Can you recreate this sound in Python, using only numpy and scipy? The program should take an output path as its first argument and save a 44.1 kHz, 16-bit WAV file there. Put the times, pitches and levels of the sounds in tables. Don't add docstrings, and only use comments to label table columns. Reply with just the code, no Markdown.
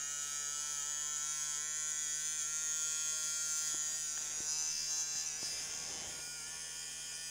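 import sys
import numpy as np
from scipy import signal
from scipy.fft import rfft, irfft
from scipy.io import wavfile
from scipy.ndimage import uniform_filter1d

SR = 44100
rng = np.random.default_rng(int(sys.argv[2]) if len(sys.argv) > 2 else 0)


def elevation(decibels):
    levels = np.asarray(decibels, float)
    return 10 ** (levels / 20)


def to_wav(s):
    ch = np.atleast_2d(s).T
    pcm = np.round(np.clip(ch, -1, 1) * 32767)
    wavfile.write(sys.argv[1], SR, pcm.astype(np.int16))


N = 322282

# time_s, speed_turns_per_s
SHAFT_SPEED = [(0, 142.9), (.12, 145.2), (.5, 145.7), (.68, 148.4), (1.12, 148.8), (1.3, 152.1),
               (2.6, 155.4), (3.6, 155.1), (4.8, 158.2), (5.6, 157.2), (5.78, 158.8), (6.3, 160.4),
               (7.14, 161.1), (7.22, 162.4)]
# release_s, lost_turns_per_s, drag_s, recovery_s
DRAGS = [(.826, 5.1, .131, .035), (1.177, 2.7, .025, .085), (1.418, 3, .157, .063),
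         (1.564, 5.6, .106, .065), (1.925, 2.5, .029, .11), (2.075, 3.9, .061, .134),
         (2.429, 5.1, .046, .051), (3.25, 1.6, .022, .02), (3.711, 3.9, .045, .281),
         (4.119, 4.3, .139, .105), (4.281, 7.7, .077, .07), (4.415, 5.1, .052, .3),
         (5.331, 7.4, .075, .054), (6.166, 2.1, .078, .055), (6.411, 7.6, .059, .051)]
# time_s, grip (0 facing the microphone, 1 cupped in both hands,
# 2 held low and aside), limp (0 to 1, how far the ticks alternate strong and weak)
HAND_GRIP = [(0, .1, .02), (3.9, .08, .02), (4.25, .4, .05), (4.55, 1, .05), (4.7, 1, .55), (4.83, 1, .5),
             (4.9, 1, .1), (5.12, 1, .1), (5.18, 1, .65), (5.3, 1, .55), (5.4, 1.05, .1), (5.6, 1.15, .1),
             (5.67, 1.2, .5), (5.9, 1.3, .55), (5.93, 1.3, .08), (6.04, 1.4, .1), (6.1, 1.9, .5),
             (6.4, 1.95, .2), (6.6, 1.95, .5), (7.15, 1.95, .5), (7.22, 1.95, .1)]
# place_turns, level_db (relative)
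BRUSH_TICKS = [(0, 0), (.23, -5), (0.52, -9), (0.85, -7)]
# pitch_hz, level_db (relative)
CAN_RING = [
    [(2120, -46), (3600, -13), (3970, -23.5), (4790, -14), (5190, -27), (5800, -14.5), (6250, -2.5),
     (6700, 1.5), (7560, -5), (8180, -16), (9300, -8), (13600, -33), (14400, -18), (15400, -17)],
    [(2120, -28), (3600, -21.5), (4590, -21.5), (4850, -8.5), (5300, -13.5), (5720, -6.5), (6340, -4),
     (7290, -9.5), (7840, -17.5), (10900, -25.5), (12100, -31.5), (15400, -29.5)],
    [(2120, -57), (3600, -20.5), (4400, -17), (4970, 2), (5540, -8.5), (6300, 1), (7030, 1), (7330, -6),
     (9470, -3.5), (13500, -29.5), (15400, -15)],
]
# time_s, level_db
BUZZ_LEVEL = [(0.0, -41), (1.55, -38.5), (1.61, -40.5), (1.85, -38.5), (2.56, -38.5), (2.73, -37),
              (3.4, -38), (3.58, -36.5), (4.34, -41), (4.56, -37), (4.82, -39), (5.01, -36), (5.05, -40),
              (5.19, -38), (5.39, -43), (5.45, -39), (5.68, -42.5), (6.07, -45), (7.31, -45.5)]
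# time_s, level_db
WHISTLE_LEVEL = [(4.4, -63), (4.52, -45), (5.25, -61), (5.37, -77), (5.45, -55), (6.02, -48.5), (6.08, -63),
                 (7.3, -54.5)]
# facing_db, cupped_db, aside_db (relative)
SHAFT_TONES = [(-14.5, -10, -15), (-11.5, -8, -26), (-19, -7, -11), (-18, -17, -10.5), (-6, -7.5, -10.5),
               (-34, -58, -52), (4, -4, 0.5), (1, -4, -8.5), (-3.5, -1.5, -3), (1.5, -13, -4.5),
               (-1.5, -1, -17.5), (-12.5, -5.5, -11), (-5.5, -0.5, -0.5), (-4, -8, -7), (-11.5, 2.5, -22),
               (-32, -12, -3.5), (-11.5, -7, -6), (-0.5, -3, 0.5), (-14, -31, -20), (4, -17, -13)]
# multiple, start_s, end_s, change_db
TONE_SPELLS = [(6, .56, 1.6, 9), (19, 5.92, 6.07, 11), (7, 0, 1, -7), (21, 1.65, 3.7, 6),
               (22, 2.45, 3.7, -9), (19, 6.26, 7.4, 10), (9, 6.12, 6.36, 5)]
# time_s, level_db
TONE_LEVEL = [(0, -51), (2.4, -51), (2.6, -51), (3.65, -51), (4.15, -55.5), (4.6, -55.5), (7.31, -53)]
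# pitch_hz, level_db (rms)
MAINS_HUM = [(50, -71), (150, -70), (250, -76.5), (350, -82), (450, -78), (650, -80)]
# (relative, per Hz)
FLOOR_COLOUR = [(20, -25), (60, -8), (120, -13), (300, -7), (700, -5), (1100, -11), (3500, -17),
                (6000, -40)]
# start_s, level_db, swing_hz, click_top_hz, fade_s (time to fall 60 dB)
BENCH_BUMPS = [(3.743, -41.5, 325, 900, 0.036), (4.175, -34, 1720, 3800, 0.015),
               (4.404, -41, 337, 600, 0.028), (5.154, -36, 160, 1710, 0.0098),
               (5.43, -33.5, 330, 875, 0.011), (6.075, -45, 100, 250, 0.054),
               (6.277, -40, 720, 1100, 0.007)]
# start_s, length_s, dull_rub_db, bright_swish_db
SLEEVE_STROKES = [(3.75, 0.33, -64.5, -59.5), (4.007, 0.6, -63.5, -59), (5.244, 0.66, -58, -54.5),
                  (5.602, 0.81, -54.5, -54), (6.176, 0.68, -64, -61), (6.53, 1, -66.5, -59.5)]
# (relative, per Hz)
RUB_COLOUR = [(30, -14), (80, -1), (300, -4), (750, -1), (1200, -11), (2800, -14), (4000, -28), (8000, -60)]
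# (relative, per Hz)
SWISH_COLOUR = [(600, -42.5), (1400, 2.5), (2500, -1), (3600, 2.5), (6000, -51)]


def evened(x):
    return x / np.sqrt(np.mean(x ** 2) + 1e-20)


def curve(rows):
    s, *columns = np.transpose(rows)
    return [np.interp(np.arange(N) / SR, s, column) for column in columns]


def colour(x, points, causal=True):
    hz, db = np.transpose(points)
    f = np.abs(np.fft.fftfreq(4096, 1 / SR))
    log_gain = np.log(elevation(np.interp(np.log(f + 1), np.log(hz + 1), db)))
    spectrum = np.exp(np.conj(signal.hilbert(log_gain)) if causal else log_gain)
    taps = np.fft.fftshift(np.fft.ifft(spectrum).real)
    return signal.oaconvolve(x, taps / np.linalg.norm(taps), "same")


def drift(count, s, fastest_hz):
    hz = np.geomspace(.2, fastest_hz, 16)[:, None]
    start = rng.random((count, 16, 1))
    waves = np.sin(2 * np.pi * (hz * s + start)) / hz ** .15
    return evened(waves.sum(1))


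def shaft():
    catch_s = .05
    t = np.arange(N) / SR
    speed, = curve(SHAFT_SPEED)
    braking = np.zeros(N)
    for release, lost, drag_s, recovery_s in DRAGS:
        slowing = np.clip(1 + (t - release) / drag_s, 0, 1)
        recovering = np.exp(-abs(t - release) / recovery_s)
        speed = speed - lost * np.where(t < release, slowing, recovering)
        dragging = (t < release) * (t > release - drag_s)
        braking = braking + lost / drag_s * dragging * (drag_s < catch_s)
    wander = uniform_filter1d(uniform_filter1d(rng.standard_normal(N), 1500), 800)
    wobble = 1 + .0016 * evened(wander)
    turns = np.cumsum(uniform_filter1d(speed, 1000) * wobble) / SR
    return turns, uniform_filter1d(braking, 400)


def brush_ticks(turns, limp):
    limp_share = .9
    place, db = np.transpose(BRUSH_TICKS)[:, :, None]
    count = len(BRUSH_TICKS)
    whole = np.arange(int(turns[-1]) - 1)
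    s = np.interp(whole, turns, np.arange(N) / SR)
    scatter = rng.standard_normal((len(whole), 2, count)).T
    angle = whole + place + .003 * drift(count, s, 3) + .0004 * scatter[:, 0]
    size = elevation(db + 1.1 * drift(count, s, 6) + .4 * scatter[:, 1])
    alternate = (-1) ** (whole + np.arange(count)[:, None])
    size *= 1 + alternate * limp_share * limp[(s * SR).astype(int)]
    at = np.interp(angle, turns, np.arange(N))[..., None] + 16
    near = np.floor(at) + np.arange(-15, 17)
    window = np.cos(np.pi * (near - at) / 32) ** 2
    clicks = size[..., None] * np.sinc(near - at) * window
    every, main = np.zeros((2, N + 64))
    np.add.at(every, near.astype(int), clicks)
    np.add.at(main, near[0].astype(int), clicks[0])
    return evened(every[:N]), evened(main[:N])


def brush_scrape(turns, grip, limp, braking):
    scrape_db = -12 + 1 * grip + 5 * limp + .085 * braking
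    pulse = 1 + .6 * np.cos(2 * np.pi * turns - 1)
    return elevation(scrape_db) * pulse * rng.standard_normal(N)


def shell(x, ring_db, count=3):
    t = np.arange(2500) / SR
    rings = rfft(rng.standard_normal((count, len(t))) * elevation(-60 * t / .055))
    rings = irfft(rings / abs(rings) ** .93)
    rings /= np.linalg.norm(rings, axis=1, keepdims=True)
    s = np.arange(0, N + 256, 256) / SR
    weights = drift(count, s, 4)
    weights /= np.linalg.norm(weights, axis=0)
    direct = signal.lfilter(*signal.butter(4, 7900, fs=SR), x)
    scattered = np.zeros(N)
    for weight, ring in zip(weights, rings):
        scattered += np.interp(np.arange(N) / SR, s, weight) * signal.oaconvolve(x, ring)[:N]
    return direct + elevation(ring_db) * scattered


def can_buzz(ticks, scrape, grip):
    drive = shell(ticks + scrape, -5.5 + 5.5 * grip)
    ring = np.zeros(N)
    for k, can in enumerate(CAN_RING):
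        share = np.clip(1 - abs(grip - k), 0, 1)
        ring += np.sqrt(share) * evened(colour(drive, can, causal=False))
    buzz_db, = curve(BUZZ_LEVEL)
    return elevation(buzz_db) * ring / np.sqrt(uniform_filter1d(ring ** 2, 6000))


def can_whistle(main_tick, scrape):
    whistle_hz, width_hz = 4990, 330
    mode = signal.iirpeak(whistle_hz, whistle_hz / width_hz, SR)
    ringing = signal.lfilter(*mode, signal.lfilter(*mode, main_tick + scrape))
    level_db, = curve(WHISTLE_LEVEL)
    return elevation(level_db) * evened(ringing)


def rotor_tones(turns, grip, limp):
    lowest_multiple = 3
    lag, spread = .4, .027
    s = np.arange(0, N + 256, 256) / SR
    held = grip[::256]
    steps = len(held)
    waver_db = np.interp(held, range(2), (2.5, 3.5))
    tones = np.zeros(N)
    wavers = drift(len(SHAFT_TONES), s, 12)
    for k, (by_grip_db, waver) in enumerate(zip(SHAFT_TONES, wavers), lowest_multiple):
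        db = np.interp(held, range(3), by_grip_db) + waver_db * waver[:steps]
        for multiple, start, end, change_db in TONE_SPELLS:
            if multiple == k:
                inside = 1. * (s > start) * (s < end)
                db = db + change_db * uniform_filter1d(inside, size=9)[:steps]
        limping = 1 + .5 * limp * np.cos(np.pi * turns + 2 * np.pi * rng.random())
        strength = np.interp(np.arange(N) / SR, s[:steps], elevation(db))
        lined_up = turns - lag + spread * rng.random()
        tones += limping * strength * np.sin(2 * np.pi * k * lined_up)
    level_db, = curve(TONE_LEVEL)
    return elevation(level_db) * tones / np.sqrt(uniform_filter1d(tones ** 2, 4000))


def mains_hum():
    t = np.arange(N) / SR
    return sum(np.sqrt(2) * elevation(db) * np.sin(2 * np.pi * (hz * t + rng.random())) for hz, db in MAINS_HUM)


def room_floor():
    return elevation(-71) * colour(rng.standard_normal(N), FLOOR_COLOUR)


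def bumps():
    out = np.zeros(N)
    t = np.arange(SR // 5) / SR
    for start, level_db, swing_hz, top_hz, fade_s in BENCH_BUMPS:
        lowpass = signal.butter(3, top_hz, fs=SR)
        crackle = evened(signal.lfilter(*lowpass, rng.standard_normal(len(t))))
        snap = signal.lfilter(*lowpass, t == 0)
        swing = np.sin(2 * np.pi * swing_hz * t) * np.tanh(swing_hz * t)
        bump = (swing + .5 * crackle + snap / snap.max()) * elevation(level_db - 60 * t / fade_s)
        highpass = signal.butter(2, .15 * swing_hz, "high", fs=SR)
        out[round(start * SR):][:len(t)] += signal.lfilter(*highpass, bump)
    return out


def rustle():
    t = np.arange(N) / SR
    rub, swish = np.zeros((2, N))
    for start, length, rub_db, swish_db in SLEEVE_STROKES:
        stroke = np.sin(np.pi * np.clip((t - start) / length, 0, 1)) ** 2
        rub += elevation(rub_db) * stroke
        swish += elevation(swish_db) * stroke
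    lumps = elevation(1.2 * evened(uniform_filter1d(rng.standard_normal(N), 1500)))
    fibres = rng.standard_normal(N) * lumps
    return rub * evened(colour(fibres, RUB_COLOUR)) + swish * evened(colour(fibres, SWISH_COLOUR))


def scene():
    turns, braking = shaft()
    grip, limp = curve(HAND_GRIP)
    ticks, main_tick = brush_ticks(turns, limp)
    scrape = brush_scrape(turns, grip, limp, braking)
    motor = can_buzz(ticks, scrape, grip) + can_whistle(main_tick, scrape) + rotor_tones(turns, grip, limp)
    mix = motor + mains_hum() + room_floor() + bumps() + rustle()
    return mix[None]


def low_pass(x):
    return signal.sosfilt(signal.butter(12, 16900, fs=SR, output="sos"), x)


def record(dry):
    lowpass = signal.firwin(511, 15700, window=("kaiser", 9), fs=SR)
    limited = signal.oaconvolve(dry, lowpass[None], "same")
    return low_pass(limited)


dry = scene()
out = record(dry)
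to_wav(out)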